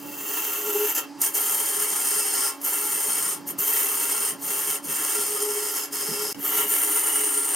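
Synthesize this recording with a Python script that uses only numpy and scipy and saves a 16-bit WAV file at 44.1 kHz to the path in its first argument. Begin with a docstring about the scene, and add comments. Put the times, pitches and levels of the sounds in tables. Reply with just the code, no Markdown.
"""Gouge on a wood lathe

A hand-held gouge cuts a vase blank spinning on a wood lathe, close by in a small workshop.
Fibres snap at the edge as random clicks over noise, throbbing with each turn.
Resonant filters for the blank, the tool rest and the steel colour the hiss.
Between strokes the hum of the drive, a wandering sine, comes through.
At times the blank chatters against the edge: a noisy resonance that locks into a tone."""
import sys
import numpy as np
from scipy import signal
from scipy.fft import rfft, irfft
from scipy.io import wavfile
from scipy.ndimage import uniform_filter1d

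SR = 44100
rng = np.random.default_rng(int(sys.argv[2]) if len(sys.argv) > 2 else 0)


def master_out(mix):
    """Clip the mix to full scale and print it as 16-bit PCM to the path in sys.argv[1]."""
    frames = np.transpose(np.atleast_2d(mix))
    ceiling = np.clip(frames, -1, 1)
    pcm = np.round(ceiling * 32767).astype(np.int16)
    wavfile.write(sys.argv[1], SR, pcm)


N = 332955
TIME = np.arange(N) / SR


def amp(db):
    """Decibels to gain."""
    return 10 ** (np.asarray(db) / 20)


def unit(x):
    """Scales to rms 1."""
    return x / np.sqrt(np.mean(abs(x) ** 2) + 1e-20)


def curves(rows):
    """The columns of a table at every sample, joined by straight lines."""
    s, *columns = np.transpose(rows)
    return [np.interp(TIME, s, column) for column in columns]


def wander(hz):
    """Slow random curve of rms 1, up to about the given rate."""
    f = np.fft.rfftfreq(N, 1 / SR)
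    spectrum = rfft(rng.standard_normal(N)) / (1 + (f / hz) ** 4)
    return unit(irfft(spectrum, N))


def colour(x, spectrum, modes=(), size=8192):
    """A causal filter of unit power gain: a broad response with resonances standing on it."""
    f = abs(np.fft.fftfreq(size, 1 / SR))
    hz, db = np.transpose(spectrum)
    broad = amp(np.interp(np.log(f + 1), np.log(hz), db))
    peaks = 1 + sum(amp(d) ** 2 / (1 + (2 * (f - c) / w) ** 2) ** 2 for c, w, d in modes)
    log_gain = np.log(broad * np.sqrt(peaks))
    # minimum phase
    taps = np.fft.ifft(np.exp(np.conj(signal.hilbert(log_gain)))).real[:size // 2]
    return signal.oaconvolve(x, taps / np.linalg.norm(taps))[:N]


def resonate(x, hz, width_hz):
    """A steep resonance that follows the curve hz; complex, with a real part of about rms 1."""
    turn = np.exp(2j * np.pi * np.cumsum(hz * np.ones(N)) / SR)
    r = np.exp(-np.pi * width_hz / SR)
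    return np.sqrt(2) * unit(turn * signal.lfilter([1], [1, -2 * r, r * r], x / turn))


def decaying(x, decay_s):
    """Each impulse jumps up and dies away exponentially."""
    return signal.lfilter([1], [1, -np.exp(-1 / (decay_s * SR))], x)


def blows(rows, decay_s):
    """An envelope that jumps at each event and dies away."""
    return sum(amp(db) * (TIME >= s) * np.exp(-abs(TIME - s) / decay_s) for s, db in rows)


def bump(centre_s, half_s):
    """A smooth swell of height 1."""
    return np.exp(-((TIME - centre_s) / half_s) ** 2)


# the gouge moves to a new place on the blank, then the sound changes again just after the brief dip: time_s
CHANGES = [1.12, 6.337]


def stretch_index():
    """Which of the three stretches of the sound each sample falls in."""
    return np.searchsorted(CHANGES, TIME)


# stretches of the sound: skimming_rasp_db, skimming_sizzle_hz, hum_db
STRETCHES = [(-26, 9100, -40), (-22.5, 9175, -42.5), (-27, 9230, -36.5)]


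def here():
    """The columns of STRETCHES at every sample."""
    return np.array(STRETCHES)[stretch_index()].T


def ring(x, spectrum, modes):
    """In each stretch of the sound, each mode is driven with its own strength."""
    stretch = stretch_index()
    sound = 0
    for k in range(len(CHANGES) + 1):
        driven = [(hz, width_hz, dbs[k]) for hz, width_hz, *dbs in modes]
        sound = sound + colour(x * (stretch == k), spectrum, driven)
    return sound


# base level of the rumble: time_s, level_db
RUMBLE_LEVEL = [(0, -53), (.35, -63), (.7, -54), (1.2, -62), (2.15, -57.5), (2.45, -65), (2.8, -59),
                (3.35, -55.5), (4.1, -57.5), (4.35, -53.5), (5.3, -56), (5.75, -66), (6.1, -49.5),
                (6.65, -55), (7.15, -70), (7.55, -73)]
# gouge knocks on its rest: start_s, level_db
KNOCKS = [(1.618, -48), (2.107, -47), (2.3, -37), (3.26, -45), (5.189, -34), (6.086, -34)]
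# rumble spectrum: freq_hz, relative_db
RUMBLE = [(25, 0), (60, -8), (95, -6.5), (150, 2.5), (230, 0), (320, -2.5), (600, -11), (2000, -89)]
GAP_RISE_DB = 7  # added between strokes


def rumble(cutting):
    """Low rumble of uneven level, with thuds at the knocks; a little different at each side."""
    uneven_db = 4.2 * wander(12)
    level_db = curves(RUMBLE_LEVEL)[0] + GAP_RISE_DB * (1 - cutting)
    level = amp(level_db + uneven_db) + blows(KNOCKS, decay_s=0.0056)
    mid, side = (colour(level * rng.standard_normal(N), RUMBLE) for _ in range(2))
    return mid + amp(-6) * np.array([side, -side])


# overtones of the hum: multiple_of_hum_hz, level_db
HUM = [(2, -58.5), (3, -55)]
# bearing whirr: freq_hz, relative_db
IDLE = [(90, -38), (250, -5), (340, 10), (480, -11), (700, -2), (880, 0.5), (1050, 1), (1300, -7.5),
        (1600, -6), (2400, -14), (2900, -15), (3700, -17.5), (5000, -9), (15500, -29)]
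HUM_HZ, HUM_SINK_DB = 284.8, 16  # sink during full cutting


def lathe(cutting):
    """Drive hum near eight times the spindle rate, quieter while cutting, stronger in gaps; bearing whirr."""
    *_, hum_db = here()
    cycles = np.cumsum(HUM_HZ * (1 + 0.0135 * wander(9.4))) / SR
    flutter = amp(1.6 * wander(25))
    hum = amp(hum_db - HUM_SINK_DB * cutting) * unit(np.sin(2 * np.pi * cycles))
    overtones = sum(amp(db) * resonate(rng.standard_normal(N), k * HUM_HZ, 13.7).real for k, db in HUM)
    whirr = amp(-47.5) * colour(rng.standard_normal(N), IDLE)
    return flutter * hum + overtones + whirr


# faint noise band: centre_s, half_length_s, pitch_hz, level_db
FAINT_BAND = (0.5, 2.1, 4850, -60)


def faint_band():
    """A faint, narrow noise band near 4.9 kHz that slowly swells and fades over the first seconds."""
    centre_s, half_s, hz, db = FAINT_BAND
    return amp(db) * bump(centre_s, half_s) * resonate(rng.standard_normal(N), hz, 122).real


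SLACKEN_DB_PER_S = 0.5


def contact(start_s, end_s, attack_db_per_s, release_db_per_s):
    """One stroke's envelope: the edge sinks in, holds while the hand slackens, and lifts off."""
    held_db = SLACKEN_DB_PER_S * ((start_s + end_s) / 2 - np.clip(TIME, start_s, end_s))
    rise_db = attack_db_per_s * np.maximum(start_s - TIME, 0)
    fall_db = release_db_per_s * np.maximum(TIME - end_s, 0)
    return amp(held_db - rise_db - fall_db)


# strokes of the gouge; bite about 0 (skimming) to 1 (thick shaving):
# start_s, end_s, attack_db_per_s, release_db_per_s, hiss_db, push_db,
# bite_at_start, bite_at_end, sizzle_db, whistle_at_start_hz
STROKES = [(0.343, 0.914, 54, 198, -29, -36, 0.1, 0.068, -7.5, 14500),
           (0.95, 0.988, 3000, 470, -22.5, -31.5, .25, 0.44, -31, 13300),
           (1.218, 1.263, 1000, 282, -24, -36, 0.182, 0.28, -1, 13200),
           (1.345, 2.487, 1400, 336, -26.5, -36.5, 0.15, 0.94, 0, 12500),
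           (2.648, 3.334, 620, 400, -27.5, -37.5, 0.098, 0.76, 0.5, 12500),
           (3.475, 3.512, 1700, 700, -33.5, -44, -0.073, 0, 4, 13000),
           (3.589, 4.301, 2400, 410, -27, -36.5, -0.062, 0.64, 0.5, 13300),
           (4.429, 4.759, 636, 490, -28, -37.5, 0.19, 0.47, -1, 12900),
           (4.848, 5.698, 900, 150, -28, -38, 0.42, 0.88, -1, 13000),
           (5.72, 5.843, 148, 420, -28.5, -39.5, 0.49, 1.02, -12, 12500),
           (5.928, 6.334, 1196, 2504, -28.5, -39, 0.9, 1.17, -4, 12500),
           (6.45, 6.642, 284, 218, -27.5, -34, -0.033, 0.19, -1, 13000),
           (6.702, 7.552, 188, 200, -27.5, -35.5, 0.014, 0.68, 4.5, 12900)]
# hand leans in or eases off: centre_s, half_length_s, change_db
LEANS = [(0.127, 0.013, 0), (0.376, 0.016, 1), (0.62, 0.03, -3.5), (0.8, 0.025, -0.5), (2.14, .06, 2),
         (2.44, .06, 2), (3.775, 0.039, 3.5), (3.874, 0.03, -0.5), (4.442, 0.033, -5), (4.86, .03, -7.5),
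         (5.16, 0.075, 3), (5.5, 0.032, -2), (5.775, 0.026, 3), (6.013, 0.024, 1.5), (6.584, 0.034, 4.5),
         (6.747, 0.044, 1.5), (7.442, 0.19, -2)]
PUSH_LAG_S, PUSH_LIMIT_DB_PER_S = 0.014, 608  # the wood takes up the push later and slower


def hand():
    """The strength of the hiss at the edge and of the push on the wood, over all strokes."""
    hiss = push = 0
    for start_s, end_s, attack, release, hiss_db, push_db, *_ in STROKES:
        slower = [1 / (1 / rate + 1 / PUSH_LIMIT_DB_PER_S) for rate in (attack, release)]
        hiss = np.maximum(hiss, amp(hiss_db) * contact(start_s, end_s, attack, release))
        push = np.maximum(push, amp(push_db) * contact(start_s + PUSH_LAG_S, end_s, *slower))
    lean = amp(sum(db * bump(s, half_s) for s, half_s, db in LEANS))
    return hiss * lean, push * lean


SETTLED_HZ, SETTLE_S = 12500, 0.39  # whistle


def shaving():
    """Within a stroke the bite changes steadily and the whistle settles: bite, sizzle_db, whistle_hz."""
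    rows = np.array(STROKES)
    changes_s = (rows[:-1, 1] + rows[1:, 0]) / 2
    start_s, end_s, *_, first, last, sizzle_db, whistle_hz = rows[np.searchsorted(changes_s, TIME)].T
    age_s = np.clip(TIME, start_s, end_s) - start_s
    bite = first + (last - first) * age_s / (end_s - start_s)
    return bite, sizzle_db, SETTLED_HZ + (whistle_hz - SETTLED_HZ) * np.exp(-age_s / SETTLE_S)


TURN_HZ = 35.5


def grain_throb():
    """The grain passes the edge in an uneven pattern each turn, changing as wood comes off; rms 1."""
    turns = np.cumsum(TURN_HZ * (1 + .004 * wander(2))) / SR
    orders = [(1, .65), (2, .55), (3, .35), (4, 1), (5, .4), (7, .5)]  # multiple of turn rate, weight
    return unit(sum(a * np.cos(2 * np.pi * k * turns + 1.3 * wander(2.5)) for k, a in orders))


def tugs(per_s, decay_s):
    """The load jumps as the edge hooks a bundle of fibres, and eases as it tears free; rms 1."""
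    hooks = rng.exponential(1, N) * (rng.random(N) < per_s / SR)
    load = decaying(hooks, decay_s)
    return unit(np.tanh((load - load.mean()) / (2 * load.std())))


def fractures(load, per_s, spread_db, rub):
    """Snapping fibres of unequal size over the smooth rub of the bevel."""
    size = amp(spread_db * np.minimum(rng.exponential(1, N), 4.5))
    snaps = size * rng.choice([-1., 1.], N) * (rng.random(N) < per_s / SR)
    return unit(load * (unit(snaps) + rub * rng.standard_normal(N)))


def splinters(per_s, max_db):
    """Now and then a larger chip breaks away with a tick."""
    breaks = amp(max_db + rng.uniform(-7, 0, N)) * (rng.random(N) < per_s / SR)
    return decaying(breaks, decay_s=.0005) * rng.standard_normal(N)


# sharp catches of the edge: start_s, level_db
CATCHES = [(.953, -44), (1.216, -20), (1.247, -26), (1.348, -25), (1.620, -45), (2.086, -36), (2.107, -30),
           (2.615, -36), (3.585, -38), (4.841, -42), (5.927, -52), (6.964, -32), (7.069, -35)]
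# broad steel response: freq_hz, relative_db
HISS = [(1500, -52), (3900, -16.5), (4700, -7.5), (5300, -5), (6500, 3), (8000, -0.5), (10000, -0.5),
        (12000, 3), (14000, -7.5), (16000, -12)]
# rest and gouge modes: freq_hz, width_hz, then over_broad_db in the first, second, third stretch
STEEL_MODES = [(4385, 37, 16, 16.5, 15.5), (6100, 550, 1, -4, -13), (6560, 170, 1, -1, -15),
               (7320, 50, -4, 6.5, 0), (7299.8, 50, 13.5, 6.5, 11), (10780, 170, 9, 9.5, 10),
               (11380, 110, 9.5, 13, 11), (11260, 48, 0, -6, -6), (14400, 300, 7, -4, 0)]
RASP_HZ, RASP_WIDTH_HZ, RASP_GAIN_DB = 5197, 560, 15  # gains, losses and drop: at bite 1
FIZZ_HZ, FIZZ_WIDTH_HZ, FIZZ_DB, FIZZ_LOSS_DB = 14730, 990, -6, 4.5
WHISTLE_WIDTH_HZ, WHISTLE_DB, WHISTLE_LOSS_DB = 1330, 2, 20
SIZZLE_WIDTH_HZ, SIZZLE_DROP_HZ = 880, 350
SIZZLE_BEST_BITE, SIZZLE_LOSS_DB = 0.6, 13.5  # loss at 1 bite away from best


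def edge(load, hiss):
    """The shaving tears off: wide hiss in the steel, and bands that follow the depth of the bite."""
    bite, sizzle_db, whistle_hz = shaving()
    rasp_db, sizzle_hz, _ = here()
    tear = fractures(load, per_s=6800, spread_db=3.5, rub=0.68) + splinters(per_s=6.2, max_db=10)
    sizzle_db = sizzle_db - SIZZLE_LOSS_DB * (bite - SIZZLE_BEST_BITE) ** 2
    bands = [(rasp_db + RASP_GAIN_DB * bite, RASP_HZ, RASP_WIDTH_HZ),
             (sizzle_db, sizzle_hz - SIZZLE_DROP_HZ * bite, SIZZLE_WIDTH_HZ),
             (WHISTLE_DB - WHISTLE_LOSS_DB * bite, whistle_hz, WHISTLE_WIDTH_HZ),
             (FIZZ_DB - FIZZ_LOSS_DB * bite, FIZZ_HZ, FIZZ_WIDTH_HZ)]
    sound = amp(-2.0) * ring(tear, HISS, STEEL_MODES)
    for db, hz, width_hz in bands:
        snaps = fractures(load, per_s=3500, spread_db=3.5, rub=0.84)
        sound = sound + amp(db) * resonate(snaps, hz, width_hz).real
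    return sound * (hiss + blows(CATCHES, decay_s=.005))


def sway(x, patchy_db):
    """As the edge travels over the grain, patches of the spectrum swell and fade independently."""
    z = signal.stft(x, nperseg=1024, noverlap=768)[2]
    patches = uniform_filter1d(rng.standard_normal(z.shape), size=5, axis=0)
    patches = unit(uniform_filter1d(patches, size=22, axis=1))
    return signal.istft(z * amp(patchy_db * patches), nperseg=1024, noverlap=768)[1][:N]


# broad wood response: freq_hz, relative_db
WOOD = [(70, -63), (170, -18), (280, -7), (480, -8), (700, -7.5), (850, 2.5), (1150, -1), (1500, -3),
        (1900, 1.5), (2220, -3.5), (2450, -9.5), (2750, -1), (3150, -2.5), (3500, -7), (6000, -17)]
# blank and rest modes: freq_hz, width_hz, then over_broad_db in the first, second, third stretch
WOOD_MODES = [(314, 31, 18, 12.5, 19.5), (786, 24, 1, 3.4, 4.4), (924, 87, 2, 4.8, 5.5),
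              (1070, 8.4, 1, 10, 3.5), (1231.5, 24, 12, 14.8, 13.7), (1379.7, 56, 10.5, 11.3, 13.6),
              (1650, 93, -8, 1, 1), (2028, 53, -3, 9.8, 11), (2230, 29, -8, 9.5, 7.3),
              (2694, 107, 10.5, 5.7, 2), (2894, 76, 7, 2.6, 11.3), (3153, 96, 8.5, 10.9, 5.9)]


def blank(load, push):
    """The jolts of the cut ring the blank and the tool rest."""
    jolts = unit(sway(fractures(load, per_s=2500, spread_db=2.0, rub=0.83), patchy_db=1.3))
    return ring(jolts * push, WOOD, WOOD_MODES)


# bursts of chatter: centre_s, half_length_s, level_db
CHATTERS = [(0.701, 0.05, -31), (0.759, 0.013, -22.5), (0.828, 0.051, -26.5), (5.204, 0.039, -36),
            (5.312, 0.076, -40), (5.44, 0.07, -31), (5.541, 0.052, -37), (5.638, 0.07, -32.5),
            (6.077, 0.084, -42.5), (6.208, 0.082, -35), (7.219, 0.12, -38.5)]
CHATTER_HZ, BEND_DB, LOCK_DB = 414.2, -7.5, -36  # BEND_DB is relative to the push


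def chatter(load, push):
    """The blank's bending mode feeds on the cut; when strong it locks into a tone with a faint octave."""
    bursts = sum(amp(db) * bump(s, half_s) for s, half_s, db in CHATTERS)
    level = np.sqrt((amp(BEND_DB) * push) ** 2 + bursts ** 2)
    loose = resonate(fractures(load, per_s=1500, spread_db=1.5, rub=0.99), CHATTER_HZ, 34.8)
    flutter = amp(1.5 * wander(22))
    cycles = np.cumsum(CHATTER_HZ + 5 * wander(12)) / SR
    locked = np.sqrt(2) * flutter * np.exp(2j * np.pi * cycles)
    share = level ** 2 / (level ** 2 + amp(LOCK_DB) ** 2)
    swing = np.sqrt(share) * locked + np.sqrt(1 - share) * loose
    octave = amp(1) * level ** 2 * (swing ** 2).real  # squaring doubles the pitch
    return level * swing.real + octave


def workshop(x, t60_s, wet_db):
    """Quick reflections off the lathe and the wall, different at each side."""
    t = np.arange(SR // 3) / SR
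    sparse = rng.standard_normal((2, len(t))) * (rng.random((2, len(t))) < 4000 / SR)
    taps = sparse * (t > .001) * amp(-60 * t / t60_s)
    taps /= np.linalg.norm(taps, axis=1, keepdims=True)
    return x + amp(wet_db) * signal.oaconvolve(x[None], taps, axes=1)[:, :N]


CUTTING_DB, LEVEL_LAG_S = -42.5, 0.014  # push at the halfway point; lag of the hum and rumble levels


def scene():
    """Strokes and one uneven cutting load drive edge, blank and chatter; the hum is stronger in the gaps."""
    hiss, push = hand()
    lagged_push = decaying(push, LEVEL_LAG_S) / (LEVEL_LAG_S * SR)
    cutting = lagged_push ** 2 / (lagged_push ** 2 + amp(CUTTING_DB) ** 2)  # 0 to 1
    # shared load swing in dB, scaled below for blank and chatter
    swing = 1.0 * grain_throb() + 0.47 * tugs(per_s=260, decay_s=0.0043) + 0.74 * wander(23)
    steel = amp(-1.89) * workshop(edge(amp(swing), hiss) + faint_band(), t60_s=0.1, wet_db=-5.5)
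    wood = workshop(blank(amp(1.12 * swing), push), t60_s=0.066, wet_db=-3.5)
    machine = workshop(chatter(amp(.5 * swing), push) + lathe(cutting), t60_s=0.1, wet_db=-11)
    balance = amp([[-.15], [.15]])  # left, right
    return (steel + wood + machine + rumble(cutting)) * balance


# brief dip in level: start_s, end_s
DIP = (6.329, 6.345)
LOW_CUT_HZ, TOP_HZ = 174, 16000


def record(dry):
    """The microphone sheds the deep bass; the level dips briefly once; then the band limit."""
    high_pass = signal.butter(2, LOW_CUT_HZ, "highpass", fs=SR, output="sos")
    thin = signal.sosfilt(high_pass, dry)
    dip = uniform_filter1d(1. * ((TIME > DIP[0]) & (TIME < DIP[1])), 60)
    low_pass = signal.firwin(511, TOP_HZ, window=("kaiser", 9), fs=SR)
    return signal.oaconvolve(thin * amp(-22 * dip), low_pass[None], "same", axes=1)


dry = scene()
out = record(dry)
master_out(out)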